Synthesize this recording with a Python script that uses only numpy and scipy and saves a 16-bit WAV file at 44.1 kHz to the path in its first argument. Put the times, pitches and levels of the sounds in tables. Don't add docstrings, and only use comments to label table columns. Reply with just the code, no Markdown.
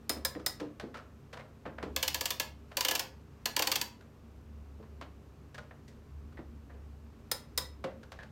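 import sys
import numpy as np
from scipy import signal
from scipy.fft import rfft, irfft, next_fast_len
from scipy.io import wavfile
from scipy.ndimage import uniform_filter1d, map_coordinates

SR = 44100
rng = np.random.default_rng(int(sys.argv[2]) if len(sys.argv) > 2 else 0)


def transcribe(u):
    v = np.clip(np.atleast_2d(u).T, -1, 1)
    q = np.round(v * 32767).astype(np.int16)
    wavfile.write(sys.argv[1], SR, q)


def elevation(decibels):
    levels = np.asarray(decibels, float)
    return 10 ** (levels / 20)


N = 366471
SPAN = 2 ** 15
HZ = np.fft.rfftfreq(SPAN, 1 / SR)

# (time [s], level [dB])
DRONE_LEVEL = [(0, -65.5), (.21, -45.5), (.42, -58), (1.6, -58.5), (2.0, -45), (2.27, -56), (2.55, -51.5),
               (2.94, -70), (3.15, -54), (3.9, -64), (4.62, -47), (5.3, -55), (5.97, -56.5), (6.15, -45),
               (7.05, -50), (7.34, -66), (7.55, -48.5), (8.31, -55.5)]
# (frequency [Hz], width [Hz], level [dB])
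COOLER_MODES = [(71.67, 4.6, 0), (136.9, 7.8, -7.5), (225.3, 8.6, -9.5), (280, 23, -18.5),
                (404.3, 26.6, -20.5)]
# (frequency [Hz], level [dB])
HUSH_COLOUR = [(35, -22), (60, -3), (81, -8), (102, -46), (145, -14), (163, -13.5), (221, -16.5),
               (247, -14.5), (359, -21.5), (461, -18), (900, -29.5), (1170, -73), (1980, -120)]
HISS_COLOUR = [(410, -10.5), (700, -9), (885, -6), (1120, -3.5), (1230, -5.5), (2070, -13), (2750, -14),
               (3350, -18), (6340, -21), (10000, -28), (13700, -25.5), (15800, -36)]
# (frequency [Hz], rms level [dB])
MAINS_LINE = (100, -61.5)
# (time [s], peak [dB], case share [dB], tooth tone [Hz])
SLOW_DROPS = [
    (0.0949, -25, -18, 2040),
    (0.25, -23.5, -17.5, 1760),
    (0.463, -23.5, -20, 1920),
    (7.3152, -24, -16, 1640),
    (7.577, -23, -18.5, 3670),
]
QUICK_DROPS = [(1.963, -24, -19, 3500), (2.028, -24, -22, 3040), (2.0791, -24, -28, 5100),
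               (2.1451, -25.5, -22.5, 4320), (2.2095, -27, -17.5, 4690), (2.2565, -25, -24, 2900),
               (2.3055, -26.5, -20.5, 3520), (2.3986, -24.5, -19.5, 2780), (2.7699, -24.5, -17, 4500),
               (2.808, -22.5, -24.5, 4690), (2.849, -22.5, -19, 3080), (2.8846, -23, -19, 3010),
               (2.9102, -26, -16, 3120), (2.9517, -26, -22, 2600), (2.9941, -26.5, -18.5, 5260),
               (3.4568, -24, -19.5, 4300), (3.5646, -22, -18.5, 4690), (3.5929, -24.5, -12, 2770),
               (3.6225, -23.5, -19, 4620), (3.6721, -23.5, -19, 4400), (3.717, -22.5, -21.5, 4600),
               (3.7564, -24.5, -23, 3310), (3.8134, -25.5, -21.5, 4690)]
# (frequency [Hz], level [dB])
SLOW_SNAP_COLOUR = [(180, -23.5), (300, -16.5), (1970, -6.5), (2790, -16), (3890, -3), (4590, -8.5),
                    (5080, -1.5), (5700, -9), (8360, -11.5), (9090, -5.5), (10700, -16.5), (14000, -7),
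                    (16000, -15.5)]
QUICK_SNAP_COLOUR = [(180, -36.5), (300, -2.5), (343, -9.5), (511, -6.5), (634, -6.5), (946, -1.5),
                     (1280, -8), (3080, -0.5), (3950, -4.5), (4590, 0.5), (10400, -13.5), (12900, -6.5),
                     (16000, -11.5)]
# (frequency [Hz], width [Hz], level [dB])
SLOW_PLATE_MODES = [(523, 46, 4), (706, 64, -5.5), (1000, 16, 2.5), (1640, 41, -8), (3780, 200, -15),
                    (7200, 70, 2.5), (9650, 18, 6), (12300, 130, -7)]
QUICK_PLATE_MODES = [(521.3, 14.7, 10), (1001, 22, 11.5), (1700, 16, 9.5), (2780, 14, 6), (2976, 140, -9),
                     (3610, 45, 3), (3580, 26, 6), (4690, 43, -3), (5300, 49, -19), (5060, 400, -0.5),
                     (7260, 610, -4.5), (7500, 300, 5.5), (12830, 110, -17)]
PAWL_SPRING_MODES = [(5030, 16, 10), (5100, 14, 12), (5165, 50, 10), (5225, 18, 10)]
# (time [s], peak [dB], top share [dB], tone [Hz], contact t60 [s])
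CASE_THUDS = [(0.098, -33, 0, 284, 0.12), (0.161, -36.5, -9, 273, .13), (0.299, -59, -2, 283, .1),
              (0.355, -33.5, -25, 260, 0.16), (0.605, -31, -12, 300, 0.16), (0.831, -34, -25, 252, 0.13),
              (1.658, -35.5, -13, 511, 0.096), (1.828, -32, -11.5, 280, 0.074),
              (1.858, -37.5, -28, 282, 0.14), (4.795, -45, -26, 433, 0.11), (5.019, -42, 0.5, 280, 0.078),
              (6.389, -38.5, -19, 240, 0.066), (6.74, -54.5, -8, 221, .08), (7.843, -30, -14, 520, .05)]
# (time [s], peak [dB], top share [dB], tone [Hz], contact t60 [s])
ARBOR_CLINKS = [(0.3505, -41.5, -23, 1850, 0.036), (0.395, -49, -12, 1280, .055),
                (0.942, -39, -18, 1330, 0.19), (0.9721, -46, -11, 1700, 0.042),
                (4.007, -54, -11, 1510, 0.078), (4.827, -53.5, -19, 1010, 0.072),
                (5.012, -38.5, -15, 1090, 0.054), (5.0589, -60, -24, 1000, 0.077),
                (5.5445, -44.5, -8.5, 1700, 0.065), (5.5793, -39.5, -15, 1430, 0.056),
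                (5.709, -46.5, -32, 1810, .04), (5.877, -55, 0, 1940, 0.16), (6.3223, -59, -11, 1350, .07),
                (6.371, -47, -27, 1950, 0.11), (8.0308, -49, -11, 1480, .045),
                (8.1876, -42.5, -21, 1700, 0.15), (8.231, -44.5, -14.5, 1700, 0.054)]
# (time [s], peak [dB], top share [dB], tone [Hz])
DIAL_TAPS = [(0.6, -40, -11, 1700), (0.7983, -37, -14, 1660), (1.3292, -41, -15, 1410),
             (1.3675, -41.5, -19.5, 1000), (1.3939, -44.5, -23, 2130), (1.6535, -38.5, -34.5, 1050),
             (1.782, -37, -31, 1500), (1.8272, -36, -17, 1000), (2.714, -45, -21.5, 3000),
             (6.6964, -51, -38, 1880), (7.8409, -33, -19.5, 1190), (8.1184, -41.5, -12.5, 970)]
# (frequency [Hz], level [dB])
THUD_COLOUR = [(90, -34.5), (160, -5.5), (270, -4), (520, -4), (900, -15), (1700, -18.5), (4000, -33),
               (16000, -67)]
TAP_COLOUR = [(240, -33.5), (500, 2.5), (900, -6), (1700, -4.5), (2600, -11), (4400, -16), (6200, -23),
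              (16000, -43)]
# (frequency [Hz], width [Hz], level [dB])
CASE_MODES = [(247, 37, -3.5), (511, 47, 6.5), (1014, 12, -14), (1410, 64, -11.5), (1700, 8, -24),
              (1850, 640, -15.5), (2130, 28, -32), (2440, 63, -23)]
# (frequency [Hz], t60 [s])
ROOM_T60 = [(260, 0.76), (480, 0.31), (800, 0.3), (2000, 0.31), (5500, 0.26), (14000, 0.19)]
# (frequency [Hz], level [dB])
WALL_RETURN = [(300, 1.5), (900, 2.5), (2500, -1.6), (14000, -1.5)]
# (frequency [Hz], width [Hz], depth share [dB])
PORT_NOTCH = (10580, 410, -5)

RUMBLE_DB, RUMBLE_PER_DRONE_DB, RUMBLE_LUMPS_DB = -72, 0.3, 5
STIR_DB, STIR_S = 1.2, 0.12
RATTLE_T60_S, RATTLE_GROWTH_PER_DB = 0.044, 0.038
TOP_LOSS_PER_DB = 0.74
THUD_TONE_DB, THUD_TONE_PER_DB = 8, 0.54
CLINK_TONE_DB, TAP_TONE_DB = 13.5, 4.5
TAP_T60_S, TAP_DRAG_S_PER_DB = 0.076, 0.0027
SOFT_TOP, SOFT_KNEE = 0.17, 3.9
BAND_LIMIT_HZ = 15950


def unit(x):
    return x / np.sqrt(np.mean(x ** 2) + 1e-20)


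def along(points, hz):
    f, v = np.transpose(points)
    return np.interp(np.log(hz + 1), np.log(f + 1), v)


def wobble(rate_hz):
    knots = rng.standard_normal(int(N * rate_hz / SR) + 4)
    return map_coordinates(knots, [np.arange(N) * rate_hz / SR])


def resonances(modes, hz, scatter_db=0.):
    centre, width, db = np.transpose(modes)[..., None]
    sign = (-1.) ** np.arange(len(centre))[:, None]
    shapes = 1j * hz * width / (centre * centre - hz * hz + 1j * hz * width)
    return (sign * elevation(db))[:, 0] * elevation(scatter_db) @ shapes


def causal(gain):
    cepstrum = irfft(np.log(gain + 1e-6))
    half = cepstrum.shape[-1] // 2
    cepstrum[..., 1:half] *= 2
    cepstrum[..., half + 1:] = 0
    return np.exp(rfft(cepstrum))


def background():
    t = np.arange(N) / SR
    m = next_fast_len(N + SPAN)
    hz = np.fft.rfftfreq(m, 1 / SR)
    noise = rfft(rng.standard_normal((5, m)))

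    drone_db = np.interp(t, *np.transpose(DRONE_LEVEL))
    lowest = irfft(noise[0] * resonances(COOLER_MODES[:1], hz) ** 2, m)[:N]
    swell = np.sqrt(np.abs(uniform_filter1d(lowest ** 2, size=SR // 8)))
    lowest /= swell + 0.2 * lowest.std()
    upper = unit(irfft(noise[1] * resonances(COOLER_MODES[1:], hz), m)[:N])

    hush = unit(irfft(noise[2] * elevation(along(HUSH_COLOUR, hz)), m)[:N])
    hiss = unit(irfft(noise[3] * elevation(along(HISS_COLOUR, hz)), m)[:N])
    steps_s = np.arange(0, N, SR // 100) / SR
    effort = sum(np.exp(-((steps_s - s) / STIR_S) ** 2) for s, *_ in SLOW_DROPS + QUICK_DROPS)
    stir_db = STIR_DB * np.interp(t, steps_s, effort)

    rumble_db = RUMBLE_DB + RUMBLE_PER_DRONE_DB * (drone_db - drone_db.mean())
    rumble_db += RUMBLE_LUMPS_DB * wobble(8.4)
    rumble = unit(irfft(noise[4] * resonances([(46, 16, 0)], hz), m)[:N])
    mains_hz, mains_db = MAINS_LINE
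    mains = np.sqrt(2) * elevation(mains_db) * np.sin(2 * np.pi * mains_hz * t)

    cooler = elevation(drone_db + 0.5) * lowest + elevation(-57.5) * upper
    air = elevation(-60.5) * hush + elevation(-68 + stir_db) * hiss
    return cooler + elevation(rumble_db) * rumble + mains + air


def room_tails(count):
    length = SPAN // 2
    hz, t, z = signal.stft(rng.standard_normal((count, length)), SR, nperseg=256)
    z = z * elevation(-60 * t / along(ROOM_T60, hz)[:, None])
    tails = signal.istft(z, SR, nperseg=256)[1][:, :length]
    tails = tails * (1 - np.exp(-np.arange(length) / SR / 0.0038))
    return tails / np.linalg.norm(tails, axis=1, keepdims=True)


def strikes(s, peak_db, t60_s, colour, ring, smooth_bins, rattled, rise_s, spiky_db, lumpy_db, crack_db,
            room_db, ring_to_room):
    t = np.arange(SPAN // 4) / SR
    draw = rng.standard_normal((len(s), 2 * len(t)))
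    impacts, sizes = draw[:, :len(t)], draw[:, len(t):]
    impacts = impacts * elevation(spiky_db * uniform_filter1d(sizes, size=9, axis=1))
    slips = unit(uniform_filter1d(sizes[:, ::-1], size=170, axis=1))
    impacts *= elevation(lumpy_db * slips)
    impacts *= 1 - np.exp(-(t / rise_s) ** 2)

    decay_db = -60 * t / np.clip(t60_s, 0.01, 0.3)[:, None]
    chatter = rfft(impacts * elevation(decay_db), SPAN)
    crack = rfft(impacts * elevation(2.5 * decay_db), SPAN) * 1j * HZ / (1j * HZ + 9000)
    chatter += elevation(crack_db) * crack
    power = uniform_filter1d(np.abs(chatter) ** 2, size=smooth_bins, axis=1)
    chatter *= causal(1 / np.sqrt(power))
    blow = np.exp(-2j * np.pi * HZ * 1.5 * rise_s)
    rung = (rattled * chatter + (1 - rattled) * blow) * ring

    room = rfft(room_tails(count=len(s)), SPAN)
    power = np.abs(room) ** 2
    even = uniform_filter1d(power, size=1500, axis=1) / uniform_filter1d(power, size=60, axis=1)
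    room *= causal(np.sqrt(even))
    room *= elevation(room_db + along(WALL_RETURN, HZ))
    heard = irfft(colour * (chatter + rung + (chatter + ring_to_room * rung) * room))
    loudest = uniform_filter1d(heard ** 2, size=SR // 100, axis=1).max(axis=1)
    heard *= (elevation(peak_db) / np.sqrt(loudest))[:, None]

    out = np.zeros(N + SPAN)
    for start_s, sound in zip(s, heard):
        out[round((start_s - 0.0015) * SR):][:SPAN] += sound
    return out[:N]


def tilt(bands_hz, *shares_db):
    rows = np.transpose([db - np.median(db) for db in shares_db])
    return np.array([along(list(zip(bands_hz, row)), HZ) for row in rows])


def ringing(modes, colour, count, ring_db):
    above = [(hz, width, db + ring_db - along(colour, hz)) for hz, width, db in modes]
    return resonances(above, HZ, 1.5 * rng.standard_normal((count, len(modes))))


def pawl(events, colour, plate, ring_db, tooth_width_hz, tooth_db, lag_s, **contact):
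    s, peak_db, case_db, tooth_hz = np.transpose(events)
    top_db = -TOP_LOSS_PER_DB * peak_db
    t60_s = RATTLE_T60_S * (1 + RATTLE_GROWTH_PER_DB * (case_db - case_db.mean()))
    colour_db = along(colour, HZ) + tilt((600, 3200, 11000), case_db, 0 * s, top_db)
    colour_db += tooth_db * np.exp(-((HZ - tooth_hz[:, None]) / tooth_width_hz) ** 2)
    late_lows = np.exp(-2j * np.pi * lag_s * 1100 * np.arctan(HZ / 1100))
    ring = ringing(plate, colour, count=len(s), ring_db=ring_db)
    return strikes(s, peak_db, t60_s, causal(elevation(colour_db)) * late_lows, ring, smooth_bins=450, **contact)


def pawls():
    slow = pawl(SLOW_DROPS, SLOW_SNAP_COLOUR, sorted(SLOW_PLATE_MODES + PAWL_SPRING_MODES),
                ring_db=-3.0, tooth_width_hz=98, tooth_db=5.5, lag_s=0.00413, rattled=0.14, rise_s=0.0012,
                spiky_db=7.5, lumpy_db=1.3, crack_db=5.5, room_db=-8, ring_to_room=0.85)
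    quick = pawl(QUICK_DROPS, QUICK_SNAP_COLOUR, QUICK_PLATE_MODES,
                 ring_db=-2.5, tooth_width_hz=170, tooth_db=5.5, lag_s=0.005, rattled=0.62, rise_s=0.0014,
                 spiky_db=1.5, lumpy_db=2.24, crack_db=5.5, room_db=-7, ring_to_room=0.67)
    return elevation(-2.0) * (slow + quick)


def touch(events, colour, bands_hz, tone_width_hz, ring_db, **contact):
    s, peak_db, top_db, tone_hz, tone_db, t60_s = np.transpose(events)
    tones = np.array([resonances([(hz, tone_width_hz, db)], HZ) for hz, db in zip(tone_hz, tone_db)])
    ring = tones + ringing(CASE_MODES, THUD_COLOUR, count=len(s), ring_db=ring_db)
    colour_db = along(colour, HZ) + tilt(bands_hz, 0 * s, top_db)
    return strikes(s, peak_db, t60_s, causal(elevation(colour_db)), ring, **contact)


def key():
    mean_db = np.mean(CASE_THUDS, axis=0)[1]
    mean_top_db = np.mean(DIAL_TAPS, axis=0)[2]
    wood = [(*row, THUD_TONE_DB + THUD_TONE_PER_DB * (row[1] - mean_db), t60_s) for *row, t60_s in CASE_THUDS]
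    metal = [(*row, CLINK_TONE_DB, t60_s) for *row, t60_s in ARBOR_CLINKS]
    for row in DIAL_TAPS:
        metal.append((*row, TAP_TONE_DB, TAP_T60_S + TAP_DRAG_S_PER_DB * (mean_top_db - row[2])))
    thuds = touch(wood, THUD_COLOUR, (500, 2500), tone_width_hz=42, ring_db=-1.5, smooth_bins=90,
                  rattled=0.6, rise_s=0.005, spiky_db=3.2, lumpy_db=1.6, crack_db=-6,
                  room_db=-8.5, ring_to_room=0.81)
    taps = touch(sorted(metal), TAP_COLOUR, (1800, 6000), tone_width_hz=133, ring_db=-19.0, smooth_bins=200,
                 rattled=0.64, rise_s=0.00217, spiky_db=5.0, lumpy_db=4.0, crack_db=-9,
                 room_db=-6, ring_to_room=0.36)
    return elevation(-4.5) * (thuds + taps)


def scene():
    return (background() + pawls() + key())[None]


def top_cut(x):
    return signal.sosfilt(signal.butter(12, 16970, fs=SR, output="sos"), x)


def record(dry):
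    dry = dry / (1 + np.abs(dry / SOFT_TOP) ** SOFT_KNEE) ** (1 / SOFT_KNEE)
    m = 2 * next_fast_len(N // 2 + SPAN)
    hz = np.fft.rfftfreq(m, 1 / SR)
    limit = causal(elevation(-48 * np.clip((hz - BAND_LIMIT_HZ) / 250, 0, 1)))
    port = 1 - resonances([PORT_NOTCH], hz)
    mix = irfft(rfft(dry, m) * limit * port, m)[:, :N]
    return top_cut(mix)


dry = scene()
out = record(dry)
transcribe(out)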